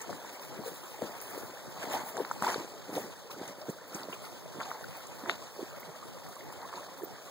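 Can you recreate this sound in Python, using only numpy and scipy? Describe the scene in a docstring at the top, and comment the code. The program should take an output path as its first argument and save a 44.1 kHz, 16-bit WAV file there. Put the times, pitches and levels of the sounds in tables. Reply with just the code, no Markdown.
"""Creek and gravel walker

A shallow creek rushes and gurgles: patchy filtered noise, and short rings of rising pitch for bubbles.
Someone in waders crosses the gravel bank: soles, gravel, cloth and leaves are grainy noise, swelling with
each event; stones knock as brief tone pulses, and short coloured noise bursts tick.
A light breeze adds lumpy low noise. Cross-subtracting two delayed ports combs the stereo image."""
import sys
import numpy as np
from scipy import signal
from scipy.fft import rfft, irfft, next_fast_len
from scipy.io import wavfile
from scipy.ndimage import uniform_filter1d

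SR = 44100
rng = np.random.default_rng(int(sys.argv[2]) if len(sys.argv) > 2 else 0)


def master(y):
    """Save y as 16-bit WAV."""
    cut = np.clip(np.atleast_2d(y).T, -1, 1)
    pcm = np.round(cut * 32767)  # scale
    wavfile.write(sys.argv[1], SR, pcm.astype(np.int16))


N = 321930


def gain_of(db):
    """Amplitude ratio of a level in dB."""
    return 10 ** (np.asarray(db) / 20)


def evened(x):
    """Scales to unit rms."""
    return x / np.sqrt(np.mean(x ** 2) + 1e-20)


def read(points, hz, axis=1):
    """Reads one column of a table on a log-frequency axis."""
    table = np.transpose(points)
    return np.interp(np.log(hz + 1), np.log(table[0] + 1), table[axis])


def add(mix, start_s, sound):
    """Mixes a sound in at start_s, cut at the end."""
    part = mix[round(start_s * SR):][:len(sound)]
    part += sound[:len(part)]


# microphone ports: [f/Hz, likeness (-1 to 1), first minus second level/dB]
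PORT_PAIR = [(90, 1, 1), (294, 0.96, -1.5), (635, 0.98, -2), (1100, 0.32, 5), (1800, .05, 2),
             (2700, -.15, 3), (3800, 0, 4.5), (6800, 0.02, 9), (10060, -0.12, 14.5), (11800, -0.85, -14),
             (14500, 0.29, -11)]


def port_tilt(hz):
    """Half the level difference of the ports, as a gain: first times it, second divided by it."""
    return gain_of(read(PORT_PAIR, hz, axis=2) / 2)


def hiss(tone, patchy_db):
    """Noise from many directions at both ports, with drifting patches in time and pitch."""
    frames, hz = N // 128 + 5, np.fft.rfftfreq(512, 1 / SR)
    a, b, c, d, patches = rng.standard_normal((frames, 257, 5)).T
    patches = uniform_filter1d(patches, 6, 0)
    patches = evened(uniform_filter1d(patches, 14, 1))
    same = np.clip(read(PORT_PAIR, hz), -1, 1)[:, None]
    first, other = a + 1j * b, c + 1j * d
    second = same * first + np.sqrt(1 - same ** 2) * other
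    tilt = port_tilt(hz)[:, None]
    z = np.array([first * tilt, second / tilt])
    z *= gain_of(read(tone, hz)[:, None] + patchy_db * patches)
    return evened(signal.istft(z, nperseg=512, noverlap=384)[1][:, :N])


def random_hits(per_s, spread_db):
    """Sparse impulses at random times, of uneven amplitude."""
    size = gain_of(spread_db * np.minimum(rng.exponential(1, N), 4))
    return size * (rng.random(N) < per_s / SR)


def grainy(per_s, spread_db, ring_s, bed):
    """Envelope of random slips, each starting sharply and dying, over a steady bed."""
    power = random_hits(per_s, 2 * spread_db)
    power = signal.lfilter([1], [1, -np.exp(-1 / (ring_s * SR))], power)
    return evened(np.sqrt(bed + power / power.mean()))


def from_side(x, lag):
    """A point source reaches the second port lag samples after the first."""
    size = next_fast_len(N)
    hz = np.fft.rfftfreq(size, 1 / SR)
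    tilt, z = port_tilt(hz), rfft(x, size)
    delay = np.exp(-2j * np.pi * hz * lag / SR)
    return irfft([z * tilt, z / tilt * delay], size)[:, :N]


def ring(hz, cycles, glide):
    """Decaying sine with a soft start; a positive glide raises the pitch."""
    turns = np.arange(2000) / SR * hz
    tone = np.sin(2 * np.pi * turns * (1 + glide * turns))
    return tone * np.exp(-turns / cycles) * (1 - np.exp(-turns / 1.87))


def blips(per_s, low_hz, high_hz, cycles, glide, spread_db, lags):
    """Random short rings of many pitches and sizes, from a few directions."""
    out, count = np.zeros((len(lags), N)), 24
    hits = random_hits(per_s, spread_db)
    kind = rng.integers(0, count, N)
    for k, hz in enumerate(np.geomspace(low_hz, high_hz, count)):
        out[k % len(lags)] += signal.oaconvolve(hits * (kind == k), ring(hz, cycles, glide))[:N]
    return evened(sum(from_side(x, lag) for x, lag in zip(out, lags)))


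# steady creek rush spectrum: [f/Hz, relative level/dB per Hz]
RUSH_TONE = [(30, -18), (55, -33), (90, -28), (130, 9), (250, -9.5), (500, 5), (800, -3.5), (1200, -7.5),
             (1900, -21), (2400, -58), (3200, -10), (4000, -10.5), (5000, -12.5), (6200, -16),
             (8000, -17.5), (10000, -26), (12000, -37), (14500, -22)]


def creek():
    """A patchy rush with fine spray in it, and bubbles that ring with rising pitch."""
    rush = hiss(RUSH_TONE, patchy_db=1.0) * grainy(per_s=150, spread_db=3.0, ring_s=0.0079, bed=0.39)
    gurgle = blips(per_s=320, low_hz=335.3, high_hz=1897, cycles=4.3, glide=0.0068,
                   spread_db=3.5, lags=(-3.5, 1.5, 6.5))
    # one pocket between the stones keeps releasing bubbles of a like size
    pocket = blips(per_s=30, low_hz=490, high_hz=620.5, cycles=6.6, glide=0.002,
                   spread_db=2.0, lags=(1.5,))
    return gain_of(-56) * rush + gain_of(-64.5) * pocket + gain_of(-58.5) * gurgle


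# breeze spectrum at the ports: [f/Hz, relative level/dB per Hz]
BREEZE_SPECTRUM = [(30, 11), (60, -4), (130, 5), (300, -3.5), (700, -7), (1500, -60)]


def breeze():
    """Lumpy low noise, unrelated at the two ports."""
    hz = np.fft.rfftfreq(N, 1 / SR)
    noise = irfft(rfft(rng.standard_normal((2, N))) * gain_of(read(BREEZE_SPECTRUM, hz)), N)
    lumps = evened(irfft(rfft(rng.standard_normal((2, N))) * np.exp(-hz / 5.2), N))
    return gain_of(-56.5) * evened(noise) * gain_of(4.8 * lumps)


# walker's bearing, crossing in front of the ports: [t/s, second-port lag/samples]
WALKER_BEARING = [(0, 6), (1.1, 5), (2.2, 4.5), (3.0, -0.5), (3.7, -2), (4.6, -5.5), (5.3, -5), (5.6, -4),
                  (7.0, -6.5)]


def from_walker(x):
    """A sound whose lag at the second port follows the walker's bearing."""
    n, (s, lag) = np.arange(N), np.transpose(WALKER_BEARING)
    first, second = from_side(x, lag=0)
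    return np.array([first, np.interp(n - np.interp(n / SR, s, lag), n, second)])


# walker's nearness, scaling the shuffle between events: [t/s, level/dB]
WALKER_NEARNESS = [(0, 3.5), (1.2, -0.5), (2.2, 4.5), (2.8, -1), (3.6, -2.5), (4.8, 1.5), (6.002, 0),
                   (7.3, 0)]
SHUFFLE_DB, SHUFFLE_HZ = 1, 28  # waver depth (rms) and rate scale


def effort(events, axis, bed_db):
    """A wavering shuffle that follows nearness, plus one rise and fall for each event."""
    t, (s, near_db) = np.arange(0, N, 64) / SR, np.transpose(WALKER_NEARNESS)
    waver_hz = np.fft.rfftfreq(len(t), t[1])
    waver = irfft(rfft(rng.standard_normal(len(t))) * np.exp(-waver_hz / SHUFFLE_HZ), len(t))
    power = gain_of(2 * (bed_db + np.interp(t, s, near_db) + SHUFFLE_DB * evened(waver)))
    for row in events:
        peak_s, rise_s, fall_s = row[:3]
        away = np.where(t < peak_s, (peak_s - t) / rise_s, (t - peak_s) / fall_s)
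        power = power + gain_of(2 * (row[axis] - 20 * away))
    return np.interp(np.arange(N) / SR, t, np.sqrt(power))


# soles rolling on the bank: [f/Hz, relative level/dB]
SOLE_SPECTRUM = [(70, -55), (130, -9), (200, 6.5), (350, 3), (550, -2.5), (900, -14.5), (2000, -54)]


def tread():
    """Low grainy noise, near enough that both ports hear it alike."""
    soles = from_walker(hiss(SOLE_SPECTRUM, patchy_db=3.3)[0])
    return soles * grainy(per_s=130, spread_db=3.0, ring_s=0.0062, bed=0.41)


# gravel grinding under the soles: [f/Hz, relative level/dB]
GRAVEL_SPECTRUM = [(300, 5), (600, 3), (900, 13), (1300, -4.5), (2000, 0.5), (3000, -24), (6000, -20)]


def grind():
    """Grainy scraping, with short rings as small stones nudge each other under the load."""
    scrape = hiss(GRAVEL_SPECTRUM, patchy_db=0.7) * grainy(per_s=200, spread_db=5.0, ring_s=0.009, bed=0.56)
    nudges = blips(per_s=500, low_hz=533, high_hz=2320, cycles=2.27, glide=0,
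                   spread_db=-1.0, lags=(-2.5, 5.5))
    return gain_of(-8.0) * scrape + gain_of(-9.0) * nudges


# soles loading the bank: [peak t/s, 20 dB rise/s, 20 dB fall/s, tread gain/dB, grind gain/dB]
SOLE_LOADS = [(0.1, 0.029, 0.11, -37.5, -61), (0.67, 0.7, 0.17, -43, -50), (1.025, 0.03, 0.18, -41.5, -56),
              (1.14, 0.15, 0.089, -65, -44.5), (1.35, 0.18, 0.26, -43.5, -44), (1.66, 0.13, 0.1, -49, -64),
              (1.84, 0.076, .1, -48, -44), (1.93, 0.18, 0.21, -40, -34.5),
              (2.19, 0.077, 0.14, -38.5, -40.5), (2.32, .1, 0.069, -60, -45), (2.44, 0.031, .06, -42, -32),
              (2.48, 0.063, 0.11, -34, -30.5), (2.61, 0.26, 0.14, -38, -58), (2.9, 0.11, .05, -42.5, -53),
              (2.965, 0.064, 0.17, -33.5, -45), (3.42, 0.083, 0.29, -42, -46), (3.7, 0.13, 0.19, -53, -67),
              (3.96, 0.056, 0.18, -57, -47), (4.03, 0.26, 0.11, -42.5, -53), (4.1, 0.035, 0.06, -42, -50),
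              (4.22, 0.055, .06, -60, -53), (4.578, 0.035, 0.057, -39, -52),
              (4.615, 0.039, 0.041, -55, -40), (4.72, 0.1, 0.3, -72, -45),
              (5.29, 0.11, 0.083, -37.5, -40.5), (5.44, 0.047, .06, -60, -49),
              (5.62, 0.091, 0.058, -45, -48), (5.77, 0.076, 0.21, -56, -46.5),
              (5.9, 0.066, 0.016, -45.5, -50), (6.18, 0.089, 0.029, -51, -46.5),
              (6.64, 0.4, 0.18, -59, -46), (6.8, 0.32, 0.24, -52.5, -49.5), (7.04, 0.2, 0.22, -46, -71)]


def footfalls():
    """Tread and grind swell as each sole loads the bank."""
    return (effort(SOLE_LOADS, axis=3, bed_db=-60.5) * tread()
            + effort(SOLE_LOADS, axis=4, bed_db=-54.5) * grind())


# waders and leaves brushing: [f/Hz, relative level/dB]
RUSTLE_SPECTRUM = [(1000, 16), (2200, 11), (3200, 6.5), (4000, 7.5), (5000, 6.5), (6200, 5.5), (8000, 4),
                   (10500, -11.5), (13000, -2.5), (16000, -34)]


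def rustle():
    """Grainy noise of waders and leaves; dry leaves and grit crackle as short rings."""
    brushing = hiss(RUSTLE_SPECTRUM, patchy_db=2.88) * grainy(per_s=150, spread_db=1.0, ring_s=0.004, bed=1.0)
    crackle = blips(per_s=250, low_hz=2300, high_hz=7740, cycles=7.8, glide=0,
                    spread_db=1.0, lags=(-3.5, 5.5, 9.5))
    return brushing + gain_of(-10.5) * crackle


# thin high swish of the cloth: [f/Hz, relative level/dB]
SWISH_SPECTRUM = [(6000, -8.5), (9500, -5.5), (12000, -6), (14500, -1.5), (16000, -2.5)]


def swish():
    """High cloth noise in sparse, slower grains."""
    return hiss(SWISH_SPECTRUM, patchy_db=2.6) * grainy(per_s=54, spread_db=4.0, ring_s=0.017, bed=0.99)


# cloth and leaves brushed: [peak t/s, 20 dB rise/s, 20 dB fall/s, rustle gain/dB, swish gain/dB]
BRUSH_EVENTS = [(0.02, 0.11, 0.04, -53, -52), (0.45, 0.028, .04, -65, -54), (0.67, 0.057, 0.1, -50.5, -46),
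                (0.91, 0.56, 0.071, -59, -53), (1.06, 0.31, 0.3, -53, -54.5),
                (1.22, 0.032, 0.016, -49.5, -54), (1.38, 0.54, 0.32, -53, -51.5),
                (1.83, 0.099, 0.1, -45.5, -52), (1.93, 0.094, 0.18, -43, -50),
                (2.09, .06, 0.067, -60, -44.5), (2.21, 0.12, 0.12, -52.5, -61),
                (2.45, 0.065, 0.33, -40.5, -52), (2.54, 0.18, 0.049, -42, -67), (2.68, 0.17, .15, -74, -67),
                (2.95, 0.065, 0.28, -46.5, -48), (3.31, 0.014, 0.063, -47.5, -53),
                (3.49, 0.18, 0.082, -50.5, -55.5), (3.7, 0.069, 0.071, -53, -50),
                (3.96, 0.052, 0.11, -44.5, -47), (4.15, 0.098, 0.013, -49, -57),
                (4.25, 0.12, 0.2, -55.5, -56), (4.63, 0.07, 0.16, -48, -66), (5.02, .04, 0.055, -65, -59),
                (5.31, 0.058, 0.067, -42.5, -72), (5.65, .12, 0.38, -58, -61), (5.81, .06, 0.045, -58, -59),
                (6.53, 0.088, 0.025, -63, -57), (6.77, 0.052, 0.086, -50, -65),
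                (7.04, .04, 0.074, -76, -67)]


def brushes():
    """Rustle and swish swell as cloth and leaves are brushed in passing."""
    return (effort(BRUSH_EVENTS, axis=3, bed_db=-57) * rustle()
            + effort(BRUSH_EVENTS, axis=4, bed_db=-61.5) * swish())


# short noise bursts, ticks and one longer burst near 2.7 kHz: [t/s, level/dB, centre f/Hz, t60/s]
TICK_BURSTS = [(0.0148, -32.5, 7030, 0.046), (0.106, -41, 4760, 0.022), (0.394, -37.5, 3740, .022),
               (1.2027, -34, 6000, .008), (1.2144, -22, 9800, 0.0047), (1.2212, -30, 14500, .012),
               (1.7424, -43, 4080, .02), (2.1683, -30, 6800, .016), (2.176, -31.5, 3740, 0.017),
               (2.249, -39.5, 4140, .03), (2.3126, -36, 6500, 0.031), (2.4229, -31, 7150, 0.022),
               (2.4234, -34, 12500, .01), (2.4456, -30, 6800, 0.012), (2.447, -36, 4200, .015),
               (2.4654, -30, 4290, .018), (2.479, -32, 6800, .015), (2.495, -42, 7000, 0.012),
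               (2.5426, -23, 4500, 0.019), (2.9397, -46, 4070, 0.024), (2.952, -36, 4200, 0.032),
               (3.2725, -45, 4310, .02), (3.3147, -33, 3900, 0.014), (3.4775, -35, 7000, .02),
               (3.614, -37.5, 4680, 0.022), (3.7, -36, 7110, .02), (3.9448, -29.5, 6500, 0.037),
               (4.032, -34, 4560, .018), (4.127, -33.5, 2650, 0.07), (4.1425, -35, 6500, .01),
               (4.2507, -37, 3880, 0.025), (4.602, -39, 3800, .01), (4.631, -34.5, 4000, 0.029),
               (4.665, -41, 6500, .012), (4.7145, -43, 4500, .012), (4.8404, -38, 4100, .02),
               (5.069, -38, 7100, 0.027), (5.295, -19.5, 2980, 0.0095), (5.2972, -38, 7040, 0.022),
               (5.2965, -44, 11500, 0.0066), (5.305, -38, 4540, .03), (5.312, -35, 3930, .03),
               (5.2959, -32.5, 3830, 0.058), (5.47, -45, 3780, .015), (5.7992, -39, 10500, 0.0054),
               (5.8004, -32, 14500, 0.011), (5.8065, -37, 14500, .01), (6.321, -46, 3820, .02),
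               (6.3544, -40, 7570, .018), (6.616, -40, 4180, .02), (6.5246, -46, 7350, .018),
               (6.756, -36.5, 4260, 0.029), (7.028, -41, 7300, .012), (7.034, -41, 13500, .02),
               (7.041, -44, 14500, 0.04)]
TICK_OCTAVES, TICK_LAG_SAMPLES = 0.31, 3.35
TICK_T60_S, TICK_NARROWING = 0.022, 0.17  # longer bursts are narrower in colour


def ticks():
    """Short noise bursts, each with a colour around its centre."""
    out, t = np.zeros((2, N)), np.arange(2048) / SR
    hz = np.fft.rfftfreq(2048, 1 / SR)
    tilt = port_tilt(hz)
    delay = np.exp(-2j * np.pi * hz * TICK_LAG_SAMPLES / SR)
    lead = 32  # samples of room before the onset
    for (s, db, centre_hz, t60), noise in zip(TICK_BURSTS, rng.standard_normal((len(TICK_BURSTS), 2048))):
        width = TICK_OCTAVES * (TICK_T60_S / t60) ** TICK_NARROWING
        burst = irfft(rfft(noise) * np.exp(-(np.log2((hz + 1) / centre_hz) / width) ** 2))
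        burst = burst / abs(burst[:200]).max()
        envelope = gain_of(db - 60 * t / t60) * (1 - np.exp(-t / 0.00029))
        z = rfft(np.roll(envelope * burst, lead))
        add(out[0], s - lead / SR, irfft(z * tilt))
        add(out[1], s - lead / SR, irfft(z / tilt * delay))
    return out


# soles landing, stones rocking, knocking, once squeaking: [middle t/s, level/dB, f/Hz, length/cycles]
BLOWS = [(0.0945, -33, 806, 0.76), (0.0975, -39, 710, 5.1), (0.1296, -34.5, 1140, 1.3),
         (0.621, -40, 211, 0.45), (0.6368, -37, 744, 1.2), (0.6622, -32, 470, 3.4), (0.6795, -33, 486, 4.3),
         (0.833, -39, 895, 1), (0.9925, -37, 444, 1), (1.0195, -38, 794, 0.55), (1.0215, -24.5, 240, 1.15),
         (1.378, -30, 386, 1.5), (1.4339, -31, 360, 1.04), (1.66, -40, 576, 2.2), (1.682, -33, 111, 0.66),
         (1.7644, -37, 790, 1), (1.784, -33.5, 600, 0.72), (1.789, -36, 131, 1.2), (1.8418, -30, 318, 0.66),
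         (1.9411, -25, 605, 0.72), (1.953, -33, 910, 0.59), (2.035, -33, 206, 0.81),
         (2.169, -28.5, 1160, 0.79), (2.178, -31.5, 795, 2), (2.1995, -26, 477, 1), (2.2052, -22, 427, 2.4),
         (2.2172, -23.5, 330, 0.64), (2.2497, -30.5, 1550, 1.1), (2.313, -23, 1030, 1.1),
         (2.3152, -28, 1210, 1.1), (2.4224, -20.5, 157, 0.45), (2.4239, -19.5, 960, 0.77),
         (2.4395, -33, 813, 14), (2.4445, -34, 960, 2.8), (2.447, -31.5, 1480, 3.1),
         (2.4697, -26, 940, 6.4), (2.48, -25, 1180, 1.4), (2.4876, -33, 746, 3.5), (2.4962, -33, 1410, .9),
         (2.502, -30, 1160, 0.91), (2.5432, -29, 1300, 1.9), (2.5604, -23.5, 400, 1.3),
         (2.5804, -24.5, 172, 0.57), (2.6074, -36, 335, 4.1), (2.9405, -33, 541, 0.75),
         (2.9712, -33.5, 484, 6.4), (2.9807, -22, 550, 0.79), (3.4154, -23.5, 238, 0.67),
         (3.6857, -23.5, 247, 0.5), (3.692, -22.5, 340, 0.71), (3.694, -21.5, 173, 1.4),
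         (3.6993, -33, 337, 2.5), (3.95, -26, 198, 0.95), (3.956, -29.5, 294, 1.3), (3.985, -41, 920, 1.3),
         (4.022, -39, 447, 1.2), (4.0865, -28, 437, 0.86), (4.096, -33.5, 200, 1), (4.13, -46.5, 1050, 6.7),
         (4.564, -35, 168, 0.88), (4.5853, -27, 193, 0.47), (4.6026, -30, 1530, 0.77),
         (4.607, -27.5, 1690, 0.74), (4.6114, -30, 1030, 1.1), (4.615, -32, 1350, 2.2),
         (4.6305, -39, 1000, 0.87), (4.68, -44, 795, 9), (4.697, -42, 740, 6.7), (4.706, -40, 2000, 3),
         (4.7156, -29, 1220, 2), (4.8436, -39, 1470, 6.2), (5.2096, -41, 604, 1), (5.238, -32, 266, 1.6),
         (5.2601, -32.5, 1289, 1.1), (5.2858, -36, 358, 10.5), (5.2928, -35, 660, 0.69),
         (5.2968, -15, 1640, 0.84), (5.2983, -30, 1460, 0.86), (5.2999, -35, 690, 4.4),
         (5.5947, -30, 406, 2.5), (5.621, -41, 335, 6.7), (5.63, -27.5, 300, 1.26), (5.894, -38, 150, 1.9),
         (6.506, -42, 710, 0.79), (6.729, -35, 1100, 1.6), (6.7382, -34, 1030, 2), (7.0105, -39, 700, 0.92),
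         (7.021, -39, 378, 4.5), (7.0352, -28, 370, 2.7), (7.046, -41, 14700, 150)]
RATTLE_DB, RATTLE_CYCLES = -23, 3.2  # faint ring after the blow's middle
KNOCK_ATTACK = 0.66  # swell length / decay length


def knocks():
    """Wet stones barely ring: most blows swell and die within a few cycles."""
    out = np.zeros(N)
    t = (np.arange(2000) - 1000) / SR
    for s, db, hz, cycles in BLOWS:
        swell = np.exp(-2 * (t * hz / cycles / np.where(t < 0, KNOCK_ATTACK, 1)) ** 2)
        blow = swell * np.sin(2 * np.pi * hz * t)
        decay = (t > 0) * np.exp(-abs(t) * hz / RATTLE_CYCLES)
        rattle = gain_of(RATTLE_DB) * decay * np.sin(2 * np.pi * 1.316 * hz * t)
        add(out, s + t[0], gain_of(db) * (blow + rattle))
    # small stones radiate little deep bass
    bass_cut = signal.butter(2, 95., "high", fs=SR, output="sos")
    return from_walker(signal.sosfilt(bass_cut, out))


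# clearest bubbles: [t/s, level/dB, start f/Hz, decay/cycles]
CLEAR_BUBBLES = [(0.246, -34, 920, 2.7), (0.94, -37.5, 780, 5.7), (1.016, -23, 423, 2.2),
                 (1.764, -40, 960, 2.1), (2.033, -36, 788, 4.2), (2.064, -33, 800, 3.8),
                 (2.145, -28.5, 615, 2.2), (2.36, -30, 770, 2.5), (3.298, -39.5, 980, 5.9),
                 (3.61, -38, 560, 5), (3.631, -40, 560, 7), (3.658, -42, 600, 6.6), (3.759, -41.5, 530, 6),
                 (4.206, -44, 554, 8), (4.268, -38, 1160, 3.4), (4.456, -33, 587, 3),
                 (4.664, -36, 830, 3.8), (5.092, -37.5, 530, 3.9), (5.419, -38, 994, 5.2),
                 (5.728, -45, 530, 11), (5.769, -37, 532, 4.2), (5.83, -39, 1940, 5.6),
                 (5.889, -36, 570, 2.2), (6.027, -34.5, 1100, 3.1), (6.162, -38, 456, 3.8),
                 (6.291, -39, 670, 3.7), (6.365, -38, 1050, 4.1), (6.407, -39.5, 1920, 5),
                 (6.524, -32.5, 910, 2.5), (6.625, -43, 1120, 4.4), (6.651, -35, 980, 4.7),
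                 (6.775, -34, 900, 4.5), (6.805, -37, 533, 7), (6.885, -40, 1050, 3.7),
                 (6.997, -45, 945, 5.9), (7.099, -44, 697, 5.9)]


def plinks():
    """Single bubbles of rising pitch that stand out of the gurgle."""
    out = np.zeros(N)
    for s, db, hz, cycles in CLEAR_BUBBLES:
        add(out, s, gain_of(db) * ring(hz, cycles, glide=0.0083))
    return from_side(out, lag=0.79)


def scene():
    """Sums all sources at the two ports."""
    return creek() + breeze() + footfalls() + brushes() + ticks() + knocks() + plinks()


CROSS_DELAY_SAMPLES, BASS_CUT_HZ, EDGE_HZ = 16, 75., 15770


def record(dry):
    """Each channel is one port minus the delayed other port; a bass cut, then the band limit."""
    late = np.pad(dry[::-1], ((0, 0), (CROSS_DELAY_SAMPLES, 0)))[:, :N]
    bass_cut = signal.butter(3, BASS_CUT_HZ, "high", fs=SR, output="sos")
    cut = signal.sosfilt(bass_cut, dry - late)
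    band_limit = signal.firwin(1501, EDGE_HZ, window=("kaiser", 7), fs=SR)
    return signal.oaconvolve(cut, band_limit[None], "same")


dry = scene()
out = record(dry)
master(out)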